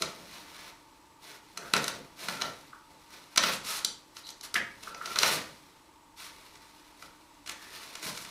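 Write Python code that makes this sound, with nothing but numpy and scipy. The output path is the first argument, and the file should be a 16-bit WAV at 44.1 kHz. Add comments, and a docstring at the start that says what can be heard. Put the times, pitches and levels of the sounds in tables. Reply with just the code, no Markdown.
"""A quick flap of paper and a hollow plastic clack: a kitten paws at a hanging toilet roll.
The sheet slides, crinkles and flaps in bursts, and tugs knock the cardboard tube about in its holder.
The roll rubs and chirps on its spindle, paws thud softly on the floor and single creases snap.
A small tiled bathroom rings after every sound, over a faint air hum; all of it is in mono."""
import sys
import numpy as np
from scipy import signal
from scipy.fft import rfft, irfft
from scipy.io import wavfile
from scipy.ndimage import uniform_filter1d

SR = 44100
rng = np.random.default_rng(int(sys.argv[2]) if len(sys.argv) > 2 else 0)


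def persist_wave(psi):
    """Save psi, clipped to +-1, as 16-bit WAV."""
    counts = np.round(np.clip(psi, -1, 1) * 32767).astype(np.int16)
    wavfile.write(sys.argv[1], SR, np.atleast_2d(counts).T)


N = 366030
T = np.arange(N) / SR


def undb(db):
    """Decibels to gain."""
    return 10 ** (np.asarray(db) / 20)


def unit(x):
    """Scale to rms 1."""
    return x / np.sqrt(np.mean(x ** 2))


def colour(x, points, size=2048):
    """Causal EQ through (f/Hz, gain/dB) points, built from the cepstrum."""
    hz, db = np.transpose(points)
    freqs = np.maximum(np.fft.rfftfreq(size, 1 / SR), 1)
    gain = undb(np.interp(np.log(freqs), np.log(hz), db))
    cepstrum = irfft(np.log(gain))
    cepstrum[1:size // 2] *= 2
    cepstrum[size // 2 + 1:] = 0
    impulse = irfft(np.exp(rfft(cepstrum)))
    return signal.fftconvolve(x, impulse)[:len(x)]


def resonate(x, modes):
    """Parallel resonances (f/Hz, width/Hz, gain/dB) of alternating sign."""
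    return sum((-1) ** k * undb(db) * signal.lfilter(*signal.iirpeak(hz, hz / width, fs=SR), x)
               for k, (hz, width, db) in enumerate(modes))


def focus(x, hz, width_hz):
    """The same resonance twice in series: a tighter band with steeper skirts."""
    band = [(hz, width_hz, 0)]
    return resonate(resonate(x, band), band)


def wander(rate):
    """Smooth random drift of spread near 1."""
    hold = int(SR / rate)
    steps = np.repeat(rng.standard_normal(N // hold + 1), hold)
    return uniform_filter1d(steps, hold)[:N] * np.sqrt(3 / 2)


def grains(rate, spread_db):
    """Random tiny slips and buckles: many weak ones, a few strong."""
    happens = rng.random(N) < rate / SR
    size = undb(spread_db * np.minimum(rng.exponential(size=N), 4))
    return unit(happens * size * rng.choice([-1, 1], N))


def chatter(length_s):
    """A contact is a few milliseconds of tiny impacts, followed by silence to ring in."""
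    t = T[:512]
    window = np.sqrt(t / length_s) * np.exp(-(t / length_s) ** 4)
    spectrum = rfft(rng.standard_normal(len(t)) * window)
    # half whitened, so each contact keeps a little colour of its own
    burst = irfft(spectrum / np.sqrt(np.abs(spectrum))) * np.sqrt(window)
    return np.pad(burst, (0, SR // 5))


def add(track, s, sound, db):
    """Mix in a one-shot at s seconds; db is its energy spread over 4 ms."""
    start = int(s * SR)
    gain = undb(db) * np.sqrt(.004 * SR / np.sum(sound ** 2))
    track[start:start + len(sound)] += gain * sound[:N - start]


def swipe(start, length):
    """One paw stroke swells, holds while the paw pulls, and dies away; long ones settle more slowly."""
    attack_s, release_s = 0.39 * length, 0.012 + 0.1 * length
    swell = np.clip((T - start) / attack_s, 0, 1)
    return swell * np.exp(-np.clip(T - start - length, 0, 1) / release_s)


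# the kitten's swipes: t/s, length/s, rustle level/dB, crinkle re rustle/dB, flap re rustle/dB
SWIPES = [(0.0, 0.037, -45.5, -6, 1), (0.159, 0.071, -61, -13, 4.5), (0.28, 0.13, -51, -9.5, -13),
          (0.4, 0.28, -53.5, -12, -15), (1.191, 0.16, -53.5, -6.5, -14), (1.536, 0.12, -59.5, -8, 4.5),
          (1.74, 0.036, -34.5, -24, -5), (1.783, .11, -45.5, -2.5, -16), (1.915, 0.066, -55.5, -14, 1),
          (2.156, 0.17, -44, -5, -11.5), (2.371, .11, -49.5, -18, -3), (2.883, 0.058, -69.5, -18, 3.5),
          (3.081, 0.1, -54, -10, -16), (3.387, .11, -33.5, -28, -13), (3.498, 0.06, -45, 3.5, -19),
          (3.632, 0.14, -39, 0, -22), (4.14, 0.058, -56.5, 1, -23), (4.24, .07, -62, 6, -10),
          (4.426, 0.025, -46.5, 2.5, -17), (4.539, 0.031, -40, -5, -4.5), (4.798, 0.094, -53, -4, -6.5),
          (5.013, 0.1, -49.5, -10, -7.5), (5.183, 0.1, -30, -7, -19), (5.284, 0.073, -35.5, -2.5, -11.5),
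          (6.154, 0.12, -50.5, -3.5, -22), (6.978, 0.083, -59, -2.5, -8.5),
          (7.455, 0.065, -48.5, -5, -16.5), (7.678, 0.16, -53, -5, -20), (8.009, 0.086, -43.5, -1, -11),
          (8.108, 0.12, -55, 5, -15)]
# fader ride of the sheet sliding and swaying, most around a hard tug: t/s, level before trim/dB
SLIDE_RIDE = [(0.0, -47.5), (1.2, -70.5), (1.73, -50), (2.22, -62.5), (2.36, -45), (2.82, -64.5),
              (3.4, -55), (3.58, -55), (3.81, -51), (3.95, -64), (4.95, -56), (5.25, -33.5), (5.59, -58),
              (6.17, -75), (6.36, -55), (7.51, -64.5), (7.63, -49.5), (8.3, -49)]


def sheet_motion(slide_trim_db=-4.5):
    """Envelopes of rustle, crinkle and flap: the powers of the slide and of every swipe add up."""
    slide = undb(np.interp(T, *np.transpose(SLIDE_RIDE)) + slide_trim_db)
    power = np.outer(undb([0, -5, -12.5]), slide) ** 2  # the slide's rustle, crinkle, flap balance
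    for start, length, db, crinkle_db, flap_db in SWIPES:
        stroke = undb(db) * swipe(start, length)
        power += np.outer(undb([0, crinkle_db, flap_db]), stroke) ** 2
    return np.sqrt(power)


# paper EQs (mid rustle, crisp crinkle, low flap, snapping fold): f/Hz, gain/dB
RUSTLE_EQ = [(150, -19.5), (450, -14), (900, -1), (1500, 1.5), (2700, 1), (4300, 1.5), (6000, -2.5),
             (7500, -10.5), (15000, -14)]
CRINKLE_EQ = [(1500, -19), (4000, 6.5), (6500, 3), (8000, 1), (10500, 2.5), (13000, -1), (15500, -17)]
FLAP_EQ = [(30, -23), (70, -8.5), (115, -10.5), (165, 2.5), (280, -3), (500, 2), (800, -4), (2000, -29)]
SNAP_EQ = [(400, -12), (1200, -0.5), (3000, 4), (6000, 1), (10000, -7), (15500, -24)]


def paper(crackle_db=-8):
    """The sheet rubs along itself, its fibres crinkle, stray folds pop, and the loose length flaps."""
    rubbing, crinkling, flapping = sheet_motion()
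    catch = undb(1.3 * wander(rate=70))  # the paper catches and lets go
    # larger folds give way in small clusters, heard in both rustle and crinkle
    buckles = unit(signal.fftconvolve(grains(rate=400, spread_db=3.5), chatter(length_s=0.001))[:N])
    rustle = unit(colour(grains(rate=9000, spread_db=2.0) + 0.75 * buckles, RUSTLE_EQ))
    crinkle = unit(colour(grains(rate=14000, spread_db=2.5) + 0.32 * buckles, CRINKLE_EQ))
    flap = unit(colour(grains(rate=2500, spread_db=0.5), FLAP_EQ))
    pop_shape = np.hanning(int(0.0035 * SR))
    pop_power = signal.fftconvolve(grains(rate=45, spread_db=1.0) ** 2, pop_shape)[:N]
    pops = np.sqrt(np.abs(pop_power)) * rng.standard_normal(N)
    crackle = undb(crackle_db) * unit(colour(pops, SNAP_EQ))
    return catch * (rubbing * rustle + crinkling * (crinkle + crackle) + flapping * flap)


# EQ of the air bed: f/Hz, gain/dB
AIR_EQ = [(15, -48), (25, 3), (71, -3.5), (215, -8.5), (297, -1), (421, -9), (684, -10), (762, -13),
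          (919, 1.5), (1050, -8.5), (1140, -1.5), (1340, -12.5), (7300, -21.5), (7910, -21), (15500, -30)]
# hum bands in the air: f/Hz, width/Hz, rms level/dB
HUM_BANDS = [(303.3, 26.5, -69), (900, 70, -65.5), (7740, 75, -79.5)]


def air(hiss_db=-60.5):
    """Room tone: a faint steady hiss with a few narrow bands of hum."""
    bed = undb(hiss_db) * unit(colour(rng.standard_normal(N), AIR_EQ))
    for hz, width, db in HUM_BANDS:
        hum = focus(rng.standard_normal(N), hz, 1.56 * width)  # 1.56 offsets the double filtering
        bed += undb(db) * unit(hum)
    return bed


# reverb of the tiles: f/Hz, t60/s, wet re dry/dB
TILE_REVERB = [(100, 1, 5), (286, 0.59, 4), (675, 0.37, 5), (1530, 0.37, 2.5), (4000, 0.34, -4.5),
               (8250, 0.3, -4), (14000, 0.19, -13)]
# standing waves between the walls: f/Hz, width/Hz, gain/dB
STANDING_WAVES = [(154.4, 7.6, 5), (206, 11.6, 2)]


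def bathroom(x, build_s=0.00054):
    """Close hard walls give a dense tail at once; the treble dies first and low standing waves boom."""
    t = T[:SR]
    hz, t60, wet_db = np.transpose(TILE_REVERB)
    log_freqs = np.log(np.maximum(np.fft.rfftfreq(SR, 1 / SR), 1))
    noise = rfft(rng.standard_normal(SR))
    tail = 0
    for share, decay in zip(np.eye(len(hz)), t60):
        band = irfft(noise * np.interp(log_freqs, np.log(hz), share), SR)
        tail = tail + band * np.exp(-np.log(1000) * t / decay)
    # a diffuse field spreads its energy evenly over neighbouring frequencies
    spectrum = rfft(tail)
    spectrum /= np.sqrt(uniform_filter1d(np.abs(spectrum) ** 2, size=30))
    wet = undb(np.interp(log_freqs, np.log(hz), wet_db))
    tail = irfft(spectrum * wet, SR) * np.minimum(t / build_s, 1)
    return x + signal.fftconvolve(x, tail[:SR // 2])[:N] + resonate(x, STANDING_WAVES)


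# hollow body of the cardboard tube, clack of the plastic holder: f/Hz, width/Hz, gain/dB
TUBE_MODES = [(225, 163, -6), (528, 94, 3), (900, 280, 1.5), (1360, 280, 5), (1860, 650, -9), (1350, 25, 5),
              (2540, 980, 3), (1780, 75, 0.5)]
HOLDER_MODES = [(3100, 860, -8), (4015, 390, 1.5), (4770, 480, -2), (5930, 1000, -2.5), (4680, 34, -0.5),
                (4103, 57, -5), (5420, 38, 0), (3107, 24, 2.5), (6030, 58, 6.5)]
# EQ of the sharp contact tick: f/Hz, gain/dB
TICK_EQ = [(2500, -49), (6000, 4), (7000, 5.5), (8100, 2.5), (10000, 5), (12500, -3), (15500, -9)]
# the roll hits its holder: t/s, clack level/dB, tube re clack/dB, tick re clack/dB
ROLL_HITS = [(0.0199, -24.5, -6, -7.5), (1.5729, -35, -3.5, -5.5), (1.735, -20, 0, -6.5),
             (1.7634, -28, 1.5, -11), (1.8401, -32.5, -3, -3), (1.8788, -28, -4.5, -5),
             (2.284, -33.5, 3.5, -6), (2.412, -35, -0.5, -11), (2.418, -26, -3.5, -17),
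             (3.359, -31.5, -3, -6), (3.374, -21.5, -1.5, -2.5), (3.377, -15, -9.5, -24),
             (3.4355, -24, -0.5, -14), (3.846, -20.5, -18.5, -6), (4.1668, -40.5, -7, -14),
             (4.267, -44.5, -20, -16), (4.2884, -39.5, -14, -14), (4.302, -44.5, -18, -6),
             (4.409, -42.5, -12, -7), (4.5407, -28.5, -8, -3.5), (4.945, -42.5, 1, -25),
             (5.0562, -33.5, -4.5, -13), (5.157, -30, -4, -15), (5.186, -19, -11.5, -11),
             (5.2302, -19.5, -1.5, -14), (7.023, -48, 4.5, -9)]


def roll_knocks(strike_hz=4000, octaves_per_db=0.87):
    """Each knock rings the cardboard tube and the plastic holder, with a tick at the contact."""
    out = np.zeros(N)
    for s, clack_db, tube_db, tick_db in ROLL_HITS:
        soft_push = colour(chatter(length_s=0.004), [(100, 1.5), (2200, -2.0), (4500, -9.5)])
        add(out, s, resonate(soft_push, TUBE_MODES), clack_db + tube_db)
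        # where the holder is struck decides which modes speak: the EQ peak rises with the tube's share
        hz = strike_hz * 2 ** (octaves_per_db * tube_db)
        strike_eq = [(hz / 3, -22), (hz / 1.87, -8), (hz, 0), (hz * 1.01, -3), (hz * 2, -15)]
        strike = colour(chatter(length_s=0.0037), strike_eq)
        add(out, s, resonate(strike, HOLDER_MODES), clack_db)
        add(out, s, colour(chatter(length_s=0.0049), TICK_EQ), clack_db + tick_db)
    return out


# the roll turns: start t/s, end t/s, f/Hz, filter width/Hz, level/dB
ROLL_TURNS = [(1.583, 1.71, 1450, 400, -54), (2.318, 2.562, 1362, 60, -51), (4.227, 4.295, 4050, 700, -52),
              (4.86, 5.26, 1355, 70, -54), (7.5, 7.82, 1780, 200, -60.5)]


def roll_rubs():
    """Dry slips of the tube on the spindle ring one narrow resonance while the roll turns."""
    out = np.zeros(N)
    for start, end, hz, width_hz, db in ROLL_TURNS:
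        first, length = int(start * SR), int((end - start) * SR)
        rub = unit(focus(rng.standard_normal(length), hz, width_hz))
        out[first:first + length] += undb(db) * rub * signal.windows.tukey(length)
    return out


# soft footfalls: t/s, level/dB
PAW_FALLS = [(1.733, -47), (2.285, -40), (7.023, -62), (8.059, -42.5)]


def paw_thuds():
    """A padded paw on the floor gives only a low, quickly damped bump."""
    out = np.zeros(N)
    for s, db in PAW_FALLS:
        add(out, s, focus(chatter(length_s=0.0028), hz=180, width_hz=130), db)
    return out


# chirps of the spindle: t/s, f/Hz, level/dB
CHIRPS = [(2.284, 1790, -39), (2.728, 1260, -44), (4.554, 1680, -20.5), (4.556, 2980, -28),
          (4.562, 1950, -25.5), (4.8702, 1330, -38.5), (5.008, 1340, -35), (5.014, 1760, -45),
          (5.16, 1330, -32)]


def spindle_chirps(width_share=0.31):
    """The spindle catches in its socket, and the short slip sings for a few cycles around one pitch."""
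    out = np.zeros(N)
    for s, hz, db in CHIRPS:
        add(out, s, focus(chatter(length_s=0.0075), hz, width_share * hz), db)
    return out


# single creases giving way: t/s, level/dB
CREASE_HITS = [(4.449, -49), (4.8317, -41), (6.5532, -49.5), (7.46, -43.5), (7.4722, -38.5), (7.492, -33),
               (7.9515, -36), (8.0258, -38.5), (8.064, -40), (8.1725, -37), (8.247, -42)]


def crease_snaps():
    """A fold snaps through in one short, bright burst."""
    out = np.zeros(N)
    for s, db in CREASE_HITS:
        add(out, s, colour(chatter(length_s=0.0064), SNAP_EQ), db)
    return out


def scene():
    """Paper, roll and paws ring in the room over the air bed, the same in both channels."""
    foley = paper() + crease_snaps() + roll_knocks() + spindle_chirps() + roll_rubs() + paw_thuds()
    mono = bathroom(foley) + air()
    return np.array([mono, mono])


def record(dry):
    """A steep high cut at 15.5 kHz takes off the very top."""
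    return signal.sosfilt(signal.ellip(10, .2, 70, 15500, fs=SR, output="sos"), dry)


dry = scene()
out = record(dry)
persist_wave(out)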